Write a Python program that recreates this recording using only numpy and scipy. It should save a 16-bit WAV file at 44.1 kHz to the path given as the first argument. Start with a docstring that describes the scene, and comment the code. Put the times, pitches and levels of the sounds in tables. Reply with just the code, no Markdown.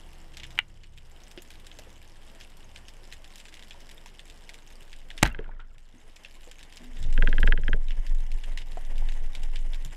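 """A speargun is fired over a rocky seabed, heard through the camera housing mounted on it.
Shrimp snap by collapsing bubbles, a far engine drones away, and at 0.6 s the gun's catch clicks.
At 5.2 s the bands let go with a crack and the spear scrapes off the rail, leaving ringing bubbles.
From 6.9 s the gun is swept through the water: eddies shake it, and for half a second a loose fitting
knocks once in each swing. After every loud blow the camera's gain control ducks all but the bass."""
import sys
import numpy as np
from scipy import signal
from scipy.fft import rfft, irfft
from scipy.io import wavfile
from scipy.ndimage import uniform_filter1d, minimum_filter1d

SR = 44100
rng = np.random.default_rng(int(sys.argv[2]) if len(sys.argv) > 2 else 0)


def materialize(psi):
    """Save the field psi as 16-bit PCM at rate SR to the path in sys.argv[1].

    A 1-D psi becomes a single channel; in a 2-D psi each row is a channel.
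    """
    bounded = np.clip(np.atleast_2d(psi).T, -1, 1)
    quanta = np.round(bounded * 32767).astype(np.int16)
    wavfile.write(sys.argv[1], SR, quanta)


N = 439236
TIME = np.arange(N) / SR


def amp(db):
    """Amplitude ratio of a level in decibels."""
    return 10 ** (np.asarray(db) / 20)


def unit(x):
    """Normalisation to rms 1."""
    return x / np.sqrt(np.mean(x ** 2) + 1e-20)


def level(rows):
    """Gain interpolated in decibels between rows of t/s, level/dB."""
    return amp(np.interp(TIME, *np.transpose(rows)))


def add(mix, s, sound):
    """Superposition of a sound on the mix from time s."""
    part = mix[max(round(s * SR), 0):][:len(sound)]
    part += sound[:len(part)]


def colour(x, spectrum, size=8192):
    """Minimum-phase filter of unit energy, shaped by rows of f/Hz, relative level/dB."""
    hz, db = np.transpose(spectrum)
    f = abs(np.fft.fftfreq(size, 1 / SR))
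    log_gain = np.log(amp(np.interp(np.log(f + 1), np.log(hz + 1), np.maximum(db, -100))))
    taps = np.fft.ifft(np.exp(np.conj(signal.hilbert(log_gain)))).real[:size // 2]
    return signal.oaconvolve(x, taps / np.linalg.norm(taps))[:len(x)]


def band(x, lo_hz, hi_hz, order=3):
    """Causal band-pass filter."""
    return signal.sosfilt(signal.butter(order, [lo_hz, hi_hz], "band", fs=SR, output="sos"), x)


def drift(rate_hz):
    """Random fluctuation of rms 1: low-passed noise."""
    f = np.fft.rfftfreq(N, 1 / SR)
    return unit(irfft(rfft(rng.standard_normal(N)) * np.exp(-(f / rate_hz) ** 2) * (f > 0), N))


def envelope(start, attack_s, hold_s, t60, t=TIME):
    """Quadratic onset, plateau and exponential decay."""
    age = t - start
    decay_s = np.maximum(age - attack_s - hold_s, 0)
    return np.clip(age / attack_s, 0, 1) ** 2 * amp(-60 * decay_s / t60)


def blows(rows, modes, lo_hz, hi_hz, order=4):
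    """Modal vibration: each impact excites damped modes a little differently; the wall band-limits them."""
    out, t = np.zeros(N), np.arange(SR // 5) / SR
    for s, peak_db in rows:
        tones = np.zeros(len(t))
        for hz, db, t60 in modes:
            decay = amp(db + rng.normal(0, 1.8) - 60 * t / t60)
            tones += decay * np.sin(2 * np.pi * hz * rng.normal(1, .015) * t)
        blow = band(tones, lo_hz, hi_hz, order)
        add(out, s, amp(peak_db) * blow / abs(blow).max())
    return out


def seabed(x, wet_db, t60):
    """Reverberation: scattering from the rocks adds a short tail."""
    t = np.arange(SR // 4) / SR
    tail = rng.standard_normal(len(t)) * amp(-60 * t / t60) * (t > .002)
    return x + amp(wet_db) * signal.oaconvolve(x, tail / np.linalg.norm(tail))[:N]


# Sea noise spectra, facing ahead and down the slope: f/Hz, relative level/dB
SEA_AHEAD = [(60, -5.5), (150, 5), (900, 1), (1300, -4.5), (2000, -2.5), (2500, -6.5), (3000, -3.5),
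             (3600, -13), (4400, -14.5), (5100, -9), (6400, -20), (7500, -13.5), (13000, -24.5),
             (16000, -43)]
SEA_DOWNSLOPE = [(100, 1.5), (450, 0.5), (900, 1.5), (1300, -7), (1650, -1), (2000, 2), (2500, -5.5),
                 (3000, -3), (4400, -21.5), (5050, -11), (5700, -16.5), (7500, -14.5), (10000, -18),
                 (13000, -27), (16000, -48)]
def sea(ahead_db=-59.0, downslope_db=-56.5, swell_db=1.3, patchy_db=3.0):
    """Incoherent summation: far snaps merge into a wash that shifts colour as the camera turns."""
    turned = np.interp(TIME, [5.3, 7.6], [0, 1])
    ahead = amp(ahead_db) * colour(rng.standard_normal(N), SEA_AHEAD)
    downslope = colour(rng.standard_normal(N), SEA_DOWNSLOPE)
    downslope = amp(downslope_db) * unit(downslope * amp(patchy_db * drift(34)))
    return (np.sqrt(1 - turned) * ahead + np.sqrt(turned) * downslope) * amp(swell_db * drift(4.9))


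# Engine harmonics: multiple of the firing rate, relative level/dB
ENGINE_ORDERS = [(1, -3.5), (2, -0.5), (3, -7), (4, -10), (5, -16), (6, -16), (10, -14)]
# The drone of the receding boat: t/s, level/dB
BOAT_FADE = [(0, -52), (.9, -52), (1.15, -59.5), (2.0, -56.5), (2.3, -61), (2.7, -56), (3.4, -62.5),
             (9.9, -78)]
def boat(firing_hz=33.25, fading_db=3):
    """Periodic firing gives a harmonic series; each order fades in and out on its way through the sea."""
    cycles = np.cumsum(firing_hz * (1 + 0.0049 * drift(1.87))) / SR
    drone = sum(amp(db + fading_db * drift(3.4)) * np.sin(2 * np.pi * (k * cycles + rng.random()))
                for k, db in ENGINE_ORDERS)
    return level(BOAT_FADE) * unit(drone)


def whine(hz=11700, wander_hz=35, rms_db=-87):
    """The camera's thin whine: a tone under random frequency modulation."""
    return amp(rms_db) * np.sqrt(2) * np.sin(2 * np.pi * np.cumsum(hz + wander_hz * drift(40)) / SR)


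# Motion of the gun, almost at rest, then recoiling, then swept along: t/s, level/dB
GUN_MOTION = [(4.7, -46.5), (5.15, -39), (5.4, -30), (6.0, -54.5), (6.08, -43), (6.22, -57), (6.42, -41.5),
              (6.8, -48.5), (6.95, -31.5), (7.08, -17), (7.22, -13), (7.36, -15), (7.5, -11), (7.61, -21.5),
              (7.73, -15), (7.85, -24.5), (7.92, -19), (7.955, -32), (7.995, -18.5), (8.045, -35),
              (8.11, -18.5), (8.22, -22), (8.29, -28), (8.35, -20.5), (8.41, -35), (8.52, -22.5),
              (8.65, -32), (8.82, -28.5), (8.9, -23), (9.02, -17), (9.16, -26.5), (9.27, -22), (9.34, -32),
              (9.43, -22), (9.62, -23.5), (9.86, -30), (9.96, -41)]
def shudder(swing_hz=20.4, wander=0.081, overtone_db=-30, beating_db=1.4):
    """Vortex-induced vibration: eddies shake the gun unevenly; in the rattle it swings once per knock."""
    rate = swing_hz * (1 + wander * drift(3.3))
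    knocks = np.array([s for s, db in RATTLE])
    rattling = (TIME > knocks[0]) & (TIME < knocks[-1])
    rate[rattling] = np.interp(TIME[rattling], (knocks[1:] + knocks[:-1]) / 2, 1 / np.diff(knocks))
    cycles = np.cumsum(uniform_filter1d(rate, SR // 50)) / SR
    phase = 2 * np.pi * (cycles - np.interp(knocks[0], TIME, cycles))
    beating = amp(beating_db * drift(4.6) * uniform_filter1d(1. - rattling, SR // 4))
    swing = np.sin(phase) + amp(overtone_db) * np.sin(2 * phase)
    return np.sqrt(2) * level(GUN_MOTION) * beating * swing


# Spectrum of turbulence on the housing: f/Hz, relative level/dB
FLOW_SPECTRUM = [(15, -48), (30, -15.5), (50, -1.5), (75, -15), (110, -23.5), (148, -15.5), (190, -29),
                 (245, -20), (330, -33.5), (550, -29), (900, -40.5), (2000, -75.5)]
def flow(rest_db=-72, drag_db=-35, drag_power=0.66, churn_db=-21, churn_per_db=0.53, lumps_db=2):
    """Turbulent pressure: a faint current, drag growing with motion, a churn at each rattle knock."""
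    strength = amp(rest_db) + amp(drag_db) * level(GUN_MOTION) ** drag_power
    churn = envelope(0, attack_s=0.0072, hold_s=0.0026, t60=0.078, t=TIME[:SR // 4])
    for s, db in RATTLE:
        add(strength, s, amp(churn_db + churn_per_db * db) * churn)
    return strength * colour(rng.standard_normal(N), FLOW_SPECTRUM) * amp(lumps_db * drift(28))


# Spectrum of a snap heard through the housing: f/Hz, relative level/dB
SNAP_SPECTRUM = [(300, -21), (1250, -14), (1650, 1.5), (2300, 2.5), (2900, 5), (3700, 3.5), (4400, -2.5),
                 (5200, -0.5), (6400, -5), (7500, -1.5), (8600, -8.5), (10000, -10), (13000, -16.5),
                 (16000, -27.5)]
def snap(tilt_db_per_octave, crack_s=0.0016, scatter_db=-13, uneven_db=2, spike_db=11.5, echo_db=-9):
    """Cavitation collapse: a pressure spike and crack, a surface echo and scatter off rocks; peak 1."""
    t = np.arange(SR // 14) / SR
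    echo_age = t - rng.uniform(.003, 0.013)
    echo = amp(echo_db) * (echo_age > 0) * np.exp(-abs(echo_age) / crack_s)
    grain_db = 4 * np.repeat(rng.standard_normal(len(t)), SR // 1500)[:len(t)]
    scatter = amp(scatter_db) * np.exp(-t / 0.016) * unit(amp(grain_db))
    onset = 1 - np.exp(-t / 0.00032)
    burst = (np.exp(-t / crack_s) + echo + scatter) * onset * rng.standard_normal(len(t))
    burst[0] += amp(spike_db)
    hz, db = np.transpose(SNAP_SPECTRUM)
    db = db + tilt_db_per_octave * np.log2(np.maximum(hz / 3000, 1))
    db += uneven_db * rng.standard_normal(len(hz))  # each direction favours other housing resonances
    sound = colour(burst, np.transpose([hz, db]), size=512)
    return sound / abs(sound).max()


def crackle(rms_db=-66, snaps_per_s=220, grit_db=5.5, patches=24):
    """Shot noise: far shrimp snap at random, each patch of rock with a colour of its own."""
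    snapping = rng.random(N) < snaps_per_s / SR
    sizes = snapping * amp(grit_db * np.minimum(rng.exponential(1, N), 3))
    patch = rng.integers(0, patches, N)
    ticks = [snap(-0.5, crack_s=0.00077, scatter_db=-19.0, uneven_db=8) for _ in range(patches)]
    out = np.zeros(N)
    for at in np.flatnonzero(sizes):
        add(out, at / SR, sizes[at] * ticks[patch[at]])
    return amp(rms_db) * unit(out)


# The nearest snaps: t/s, relative peak level/dB, treble re middle band/dB
NEAR_SNAPS = [(.339, -42, -23), (0.3704, -29.5, -16.5), (0.399, -32.5, -23), (0.434, -30, -26),
              (.441, -33, -25), (.506, -39.5, -15), (0.835, -32, -25), (0.9764, -31.5, -16.5),
              (1.314, -38.5, -9), (1.376, -33.5, -27), (1.421, -36, -3.5), (1.5048, -35.5, -12.5),
              (1.668, -36, -9), (1.715, -35.5, -26), (1.788, -33.5, -11.5), (2.4108, -35.5, -19),
              (2.7607, -33, -23), (2.8834, -35.5, -17.5), (3.125, -32, -20), (3.133, -36, -13),
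              (3.244, -36.5, -19), (3.3572, -36, -11), (3.3815, -36, -6), (3.4006, -35, -17),
              (3.454, -37.5, -17), (3.484, -38.5, -15), (3.526, -41, -22), (3.541, -35, -15),
              (3.57, -39, -26), (3.594, -38, -20), (3.625, -36, -14), (3.7085, -33.5, -25),
              (3.892, -38.5, -12), (3.9135, -38, -13), (4.06, -35.5, -15), (4.1934, -33.5, -23),
              (4.299, -36.5, -15.5), (4.4924, -32, -16.5), (4.542, -36.5, -13), (4.93, -35.5, -22),
              (5.1039, -30, -24), (5.178, -28.5, -21.5), (5.601, -27, -31), (5.782, -32.5, -15),
              (6.1635, -39, -15), (6.2481, -32.5, -31), (6.4322, -42, -16), (6.5138, -35, -16),
              (6.5922, -39, -17), (6.629, -36, -15), (6.725, -37.5, -17), (6.7586, -43, -8),
              (6.7708, -34, -17), (6.97, -38.5, -27), (7.0272, -35.5, -15), (7.0413, -38, -28),
              (7.1266, -33, -15.5), (7.291, -36, -17), (7.402, -34.5, -10), (7.47, -31, -25),
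              (7.884, -34, -25), (7.907, -28.5, -34), (8.0662, -33, -16.5), (8.317, -36, -15),
              (8.4382, -34.5, -26), (8.5749, -26.5, -21), (8.618, -38, -29), (8.719, -37, -20),
              (8.9806, -36, -15), (9.0877, -32.5, -23), (9.121, -37, -15), (9.351, -29.5, -18),
              (9.4333, -34, -12.5), (9.5355, -43, -27), (9.5585, -30, -22), (9.734, -33.5, -28),
              (9.745, -34.5, -15), (9.849, -31, -9)]
def shrimp(near_db=0.53, tilt_per_db=0.72, usual_treble_db=-14, middle_db=-46.0, count=430):
    """Cavitation transients: distinct near snaps and many short, dry ones at middle distance."""
    out = np.zeros(N)
    for s, db, treble_db in NEAR_SNAPS:
        add(out, s, amp(db + near_db) * snap(tilt_per_db * (treble_db - usual_treble_db)))
    for when, nearness in rng.random((count, 2)):
        tick = snap(rng.normal(1.7, 1.2), crack_s=0.00059, scatter_db=-20, uneven_db=6.0)
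        boost_db = 2 * min(-np.log(1 - nearness), 3)
        add(out, when * N / SR, amp(middle_db + boost_db) * tick)
    return out


def gurgle(bubble_db=-55, spread_db=5, cycles=9.4, count=70):
    """Bubble resonance: faint stray tones swell and die in the water around the gun."""
    out, t = np.zeros(N), np.arange(SR // 12) / SR
    for when, size, loudness in rng.random((count, 3)):
        hz = 300 * 4 ** size
        age = t * hz / cycles
        bubble = 2 * age * np.exp(-2 * age) * np.sin(2 * np.pi * hz * t)
        add(out, when * N / SR, amp(bubble_db + spread_db * loudness) * bubble)
    return out


# Impacts of the catch: t/s, peak level/dB
CATCH_CLICKS = [(.5775, -29), (.5785, -28), (.5798, -27), (.5893, -2), (.5907, -20), (.5928, -12),
                (.5983, -18), (.601, -22), (5.2208, -40), (5.2222, -29)]
# Its modes: f/Hz, relative level/dB, T60/s
CATCH_RESONANCES = [(880, -15, 0.03), (1580, -9, 0.017), (2090, 7.5, 0.016), (2390, 15.5, 0.0088),
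                    (2850, 11.5, 0.016), (2990, 4, 0.014), (3600, -10, .013), (6360, 9, 0.012),
                    (7600, 1, .008)]
def catch():
    """Impact excitation: the catch rings briefly and the rocks scatter its click."""
    clicks = blows(CATCH_CLICKS, CATCH_RESONANCES, lo_hz=764, hi_hz=4030, order=5)
    return seabed(clicks, wet_db=-14, t60=0.095)


# Larger pockets of water and air: t/s, initial level/dB, nominal f/Hz, T60/s
POCKETS = [(1.376, -37, 340, 0.063), (1.789, -45, 580, 0.049), (1.87, -50.5, 486, 0.055),
           (3.745, -55, 910, 0.1), (4.06, -45.5, 950, 0.035), (5.244, -5.5, 814, 0.029),
           (5.392, -17, 420, 0.096), (5.461, -28.5, 1420, 0.027), (5.492, -23, 874, 0.028),
           (5.513, -29.5, 1460, 0.061), (5.595, -28.5, 1367, .12), (5.941, -42, 231, 0.14),
           (6.471, -46.5, 466, 0.092), (6.808, -48, 230, 0.82), (8.772, -29.5, 696, 0.04),
           (9.019, -44.5, 790, 0.059), (9.219, -48, 594, 0.048), (9.85, -43, 134, .25)]
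SLOSH_DELAY_S = 0.011  # a gulp and a thud follow each knock of the rattle
def gulps(rise=0.11, rise_s=0.0066, onset_s=0.000099, wobble_hz=45, rough=0.69):
    """Damped oscillation: a pocket's pitch slides upward and wobbles as it deforms."""
    out, t = np.zeros(N), np.arange(SR // 5) / SR
    onset = 1 - np.exp(-t / onset_s)
    sloshes = [(s + SLOSH_DELAY_S, db - 19, 418, 0.049) for s, db in RATTLE]
    for s, db, hz, t60 in POCKETS + sloshes:
        wobble, churn = rng.standard_normal((2, len(t)))
        pitch = hz * (1 + rise * (.7 - np.exp(-t / rise_s))) + wobble_hz * unit(band(wobble, 29, 250))
        tone = np.sqrt(2) * np.sin(2 * np.pi * np.cumsum(pitch) / SR)
        tone += rough * unit(band(churn, hz * 0.65, hz * 1.42))
        add(out, s, amp(db - 60 * t / t60) * onset * unit(tone))
    return out


# Spectra of the bands' crack, the rail's scrape and the spear's wash: f/Hz, relative level/dB
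CRACK_SPECTRUM = [(40, -2), (170, 3.5), (330, -2), (470, -9.5), (620, -2.5), (900, -1), (1500, -3.5),
                  (2800, -8.5), (5000, -17), (8500, -18.5), (11000, -25), (14500, -44), (16000, -58)]
SCRAPE_SPECTRUM = [(60, -13.5), (150, -0.5), (260, -1), (550, -3.5), (830, 5), (1150, -0.5), (1520, 3.5),
                   (2200, 0), (2700, -5), (3200, -4), (3600, -11), (4000, -14.5), (4700, -17.5),
                   (8000, -25), (14500, -35), (16000, -52)]
WASH_SPECTRUM = [(60, -6), (150, -4.5), (300, 1.5), (520, 3), (1150, -3), (1550, -3.5), (2500, -16),
                 (3200, -13.5), (4900, -29.5), (8000, -35), (16000, -57.5)]
# Metal ticks of the departing spear: t/s, peak level/dB, upper edge f/Hz
SPEAR_TICKS = [(5.2415, -17, 11000), (5.2595, -14, 8000), (5.2625, -11, 8000), (5.2752, -14, 11000),
               (5.3, -31, 12000), (5.327, -28, 12000), (5.3585, -33, 7000)]
def shot(release_s=5.2265, rail_s=5.236, grain_db=3, recoil_hz=47, recoil_s=0.043, tick_s=0.00038):
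    """Release of elastic energy: the bands crack, the spear grates and leaves a wash, the gun recoils."""
    crack = amp(-4) * envelope(release_s, attack_s=0.0032, hold_s=0.0034, t60=0.0056)
    scrape = amp(-12) * envelope(rail_s, attack_s=0.009, hold_s=0.017, t60=0.12)
    wash = amp(-38) * envelope(rail_s, attack_s=0.027, hold_s=0.12, t60=1.2)
    out, t = np.zeros(N), np.arange(SR // 3) / SR
    for strength, spectrum in (crack, CRACK_SPECTRUM), (scrape, SCRAPE_SPECTRUM), (wash, WASH_SPECTRUM):
        grating = unit(rng.standard_normal(N) * amp(grain_db * drift(410)))
        out += colour(grating * strength, spectrum)
    for s, db, top_hz in SPEAR_TICKS:
        tick = band(rng.standard_normal(len(t)) * np.exp(-t / tick_s), 1200, top_hz, order=2)
        add(out, s, amp(db) * tick / abs(tick).max())
    recoil = -amp(-18) * np.exp(-t / recoil_s) * np.sin(2 * np.pi * recoil_hz * t)
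    add(out, release_s, recoil)
    return out


# Jolts to the wooden stock: t/s, peak level/dB
STOCK_JOLTS = [(5.2298, 0), (5.2322, 0)]
# Its modes: f/Hz, relative level/dB, T60/s
STOCK_RESONANCES = [(236, -10.5, 0.14), (330, -4.5, 0.06), (645, 1.5, 0.018), (990, 3, 0.025),
                    (1500, -2.5, 0.018)]
def stock_jolt():
    """Free vibration: the stock rings after the released bands jolt it."""
    return blows(STOCK_JOLTS, STOCK_RESONANCES, lo_hz=136, hi_hz=4000)


# Slaps of the bands: t/s, peak level/dB
BAND_SLAPS = [(5.2322, 2.5), (5.2539, 2), (5.2623, -5), (5.275, -12.5)]
# Modes of a slap: f/Hz, relative level/dB, T60/s
SLAP_RESONANCES = [(1590, -0.5, 0.017), (1910, 2.5, .013), (2340, -4.5, .012), (3100, -7, .008),
                   (4000, -3, .009)]
def band_slap():
    """Heavily damped impacts: the slack bands slap back on the stock."""
    return blows(BAND_SLAPS, SLAP_RESONANCES, lo_hz=1110, hi_hz=4700)


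def wake(start_s=5.27, ping_s=5.311, ping_hz=2750, fade_db_per_s=-32, cycles=7, count=70):
    """Bubble resonance: one clear bubble and many tiny ones ring down in the spear's wake."""
    ping = envelope(ping_s, attack_s=0.0049, hold_s=0.0053, t60=0.034)
    out = amp(-27) * ping * np.sin(2 * np.pi * ping_hz * TIME)
    t = np.arange(SR // 25) / SR
    for when, size, loudness in rng.random((count, 3)):
        delay_s, hz = 0.5 * when, 1100 * 3 ** size
        gain = amp(-38.5 + 8 * loudness + fade_db_per_s * delay_s)
        add(out, start_s + delay_s, gain * np.exp(-t * hz / cycles) * np.sin(2 * np.pi * hz * t))
    return out


# Knocks of the loose fitting on the stock: t/s, peak level/dB
FITTING_KNOCKS = [(5.347, -10), (5.3898, -12), (5.443, -21.5), (7.1774, -19.5), (7.2236, -14), (7.274, -14),
                  (7.3283, -18.5), (7.3825, -18), (7.4307, -13.5), (7.4752, -12.5), (7.5233, -10),
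                  (7.576, -20.5), (7.6355, -28.5), (7.6813, -14.5), (7.7314, -13)]
# Its modes: f/Hz, relative level/dB, T60/s
FITTING_RESONANCES = [(1640, 10, 0.019), (1750, 3, 0.01), (1970, 5, 0.014), (2500, -1, 0.011),
                      (2730, -1, 0.0098), (3120, 3, 0.012), (3960, -8.5, 0.011), (5000, -3, 0.0073),
                      (6400, -8, 0.005)]
RATTLE = [(s, db) for s, db in FITTING_KNOCKS if s > 6.9]  # the knocks of the sweep
def loose_fitting(rap_db=-24, rebound_s=0.0125, rebound_db=-22, thud_db=-24.5):
    """Impacts ring both fitting and stock; in the rattle each adds a duller rebound and a thud."""
    knocks = blows(FITTING_KNOCKS, FITTING_RESONANCES, lo_hz=1380, hi_hz=3400, order=3)
    raps = blows([(s, db + rap_db) for s, db in FITTING_KNOCKS], STOCK_RESONANCES, lo_hz=344, hi_hz=1090)
    rebound_rows = [(s + rebound_s, db + rebound_db) for s, db in RATTLE]
    rebounds = blows(rebound_rows, SLAP_RESONANCES, lo_hz=600, hi_hz=1500, order=2)
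    thud_rows = [(s + SLOSH_DELAY_S, db + thud_db) for s, db in RATTLE]
    thuds = blows(thud_rows, STOCK_RESONANCES, lo_hz=121, hi_hz=483)
    return seabed(knocks, wet_db=-30, t60=0.082) + raps + rebounds + thuds


def surge(start_s=6.94, rms_db=-39):
    """Displacement flow: a deep push of water round the housing as the sweep begins."""
    push = unit(band(rng.standard_normal(N), 37, 112, order=2))
    return amp(rms_db) * envelope(start_s, attack_s=0.076, hold_s=0.066, t60=0.3) * push


def housing(x, notch_hz=1116, q=5.7):
    """Structure-borne transmission: the path through mount and wall has one notch in its response."""
    return signal.lfilter(*signal.iirnotch(notch_hz, q, fs=SR), x)


def scene():
    """Superposition of water, shrimp, boat, gun and camera at one microphone."""
    clicks = catch()
    camera = whine()
    water = sea() + flow() + surge() + gurgle() + gulps() + wake()
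    gun = housing(clicks + stock_jolt() + band_slap() + shudder() + shot() + loose_fitting())
    return (water + shrimp() + crackle() + boat() + gun + camera)[None]


def record(dry, split_hz=170, threshold_db=-18.5, ratio=12, hold_s=0.38, recovery_db_per_s=31,
           attack_s=0.0045, ceiling=0.55, edge_hz=15700):
    """Compression: gain control ducks all but the bass, holds, recovers; then clipping and a low-pass."""
    bass = signal.sosfiltfilt(signal.butter(3, split_hz, fs=SR, output="sos"), dry[0])
    upper = dry[0] - bass
    power_db = 10 * np.log10(abs(uniform_filter1d(upper ** 2, SR // 900)) + 1e-12)
    excess_db = np.maximum(power_db - threshold_db, 0) * (1 - 1 / ratio)
    hold = int(hold_s * SR) | 1
    held_db = -minimum_filter1d(-excess_db, hold, origin=hold // 2)
    fall_db = recovery_db_per_s * TIME
    recovering_db = np.maximum.accumulate(held_db + fall_db) - fall_db
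    lag = np.exp(-1 / (attack_s * SR))
    duck_db = signal.lfilter([1 - lag], [1, -lag], recovering_db)
    clipped = np.clip(bass + upper * amp(-duck_db), -ceiling, ceiling)
    low_pass = signal.firwin(255, edge_hz, window=("kaiser", 9), fs=SR)
    return signal.oaconvolve(clipped, low_pass, "same")[None]


dry = scene()
out = record(dry)
materialize(out)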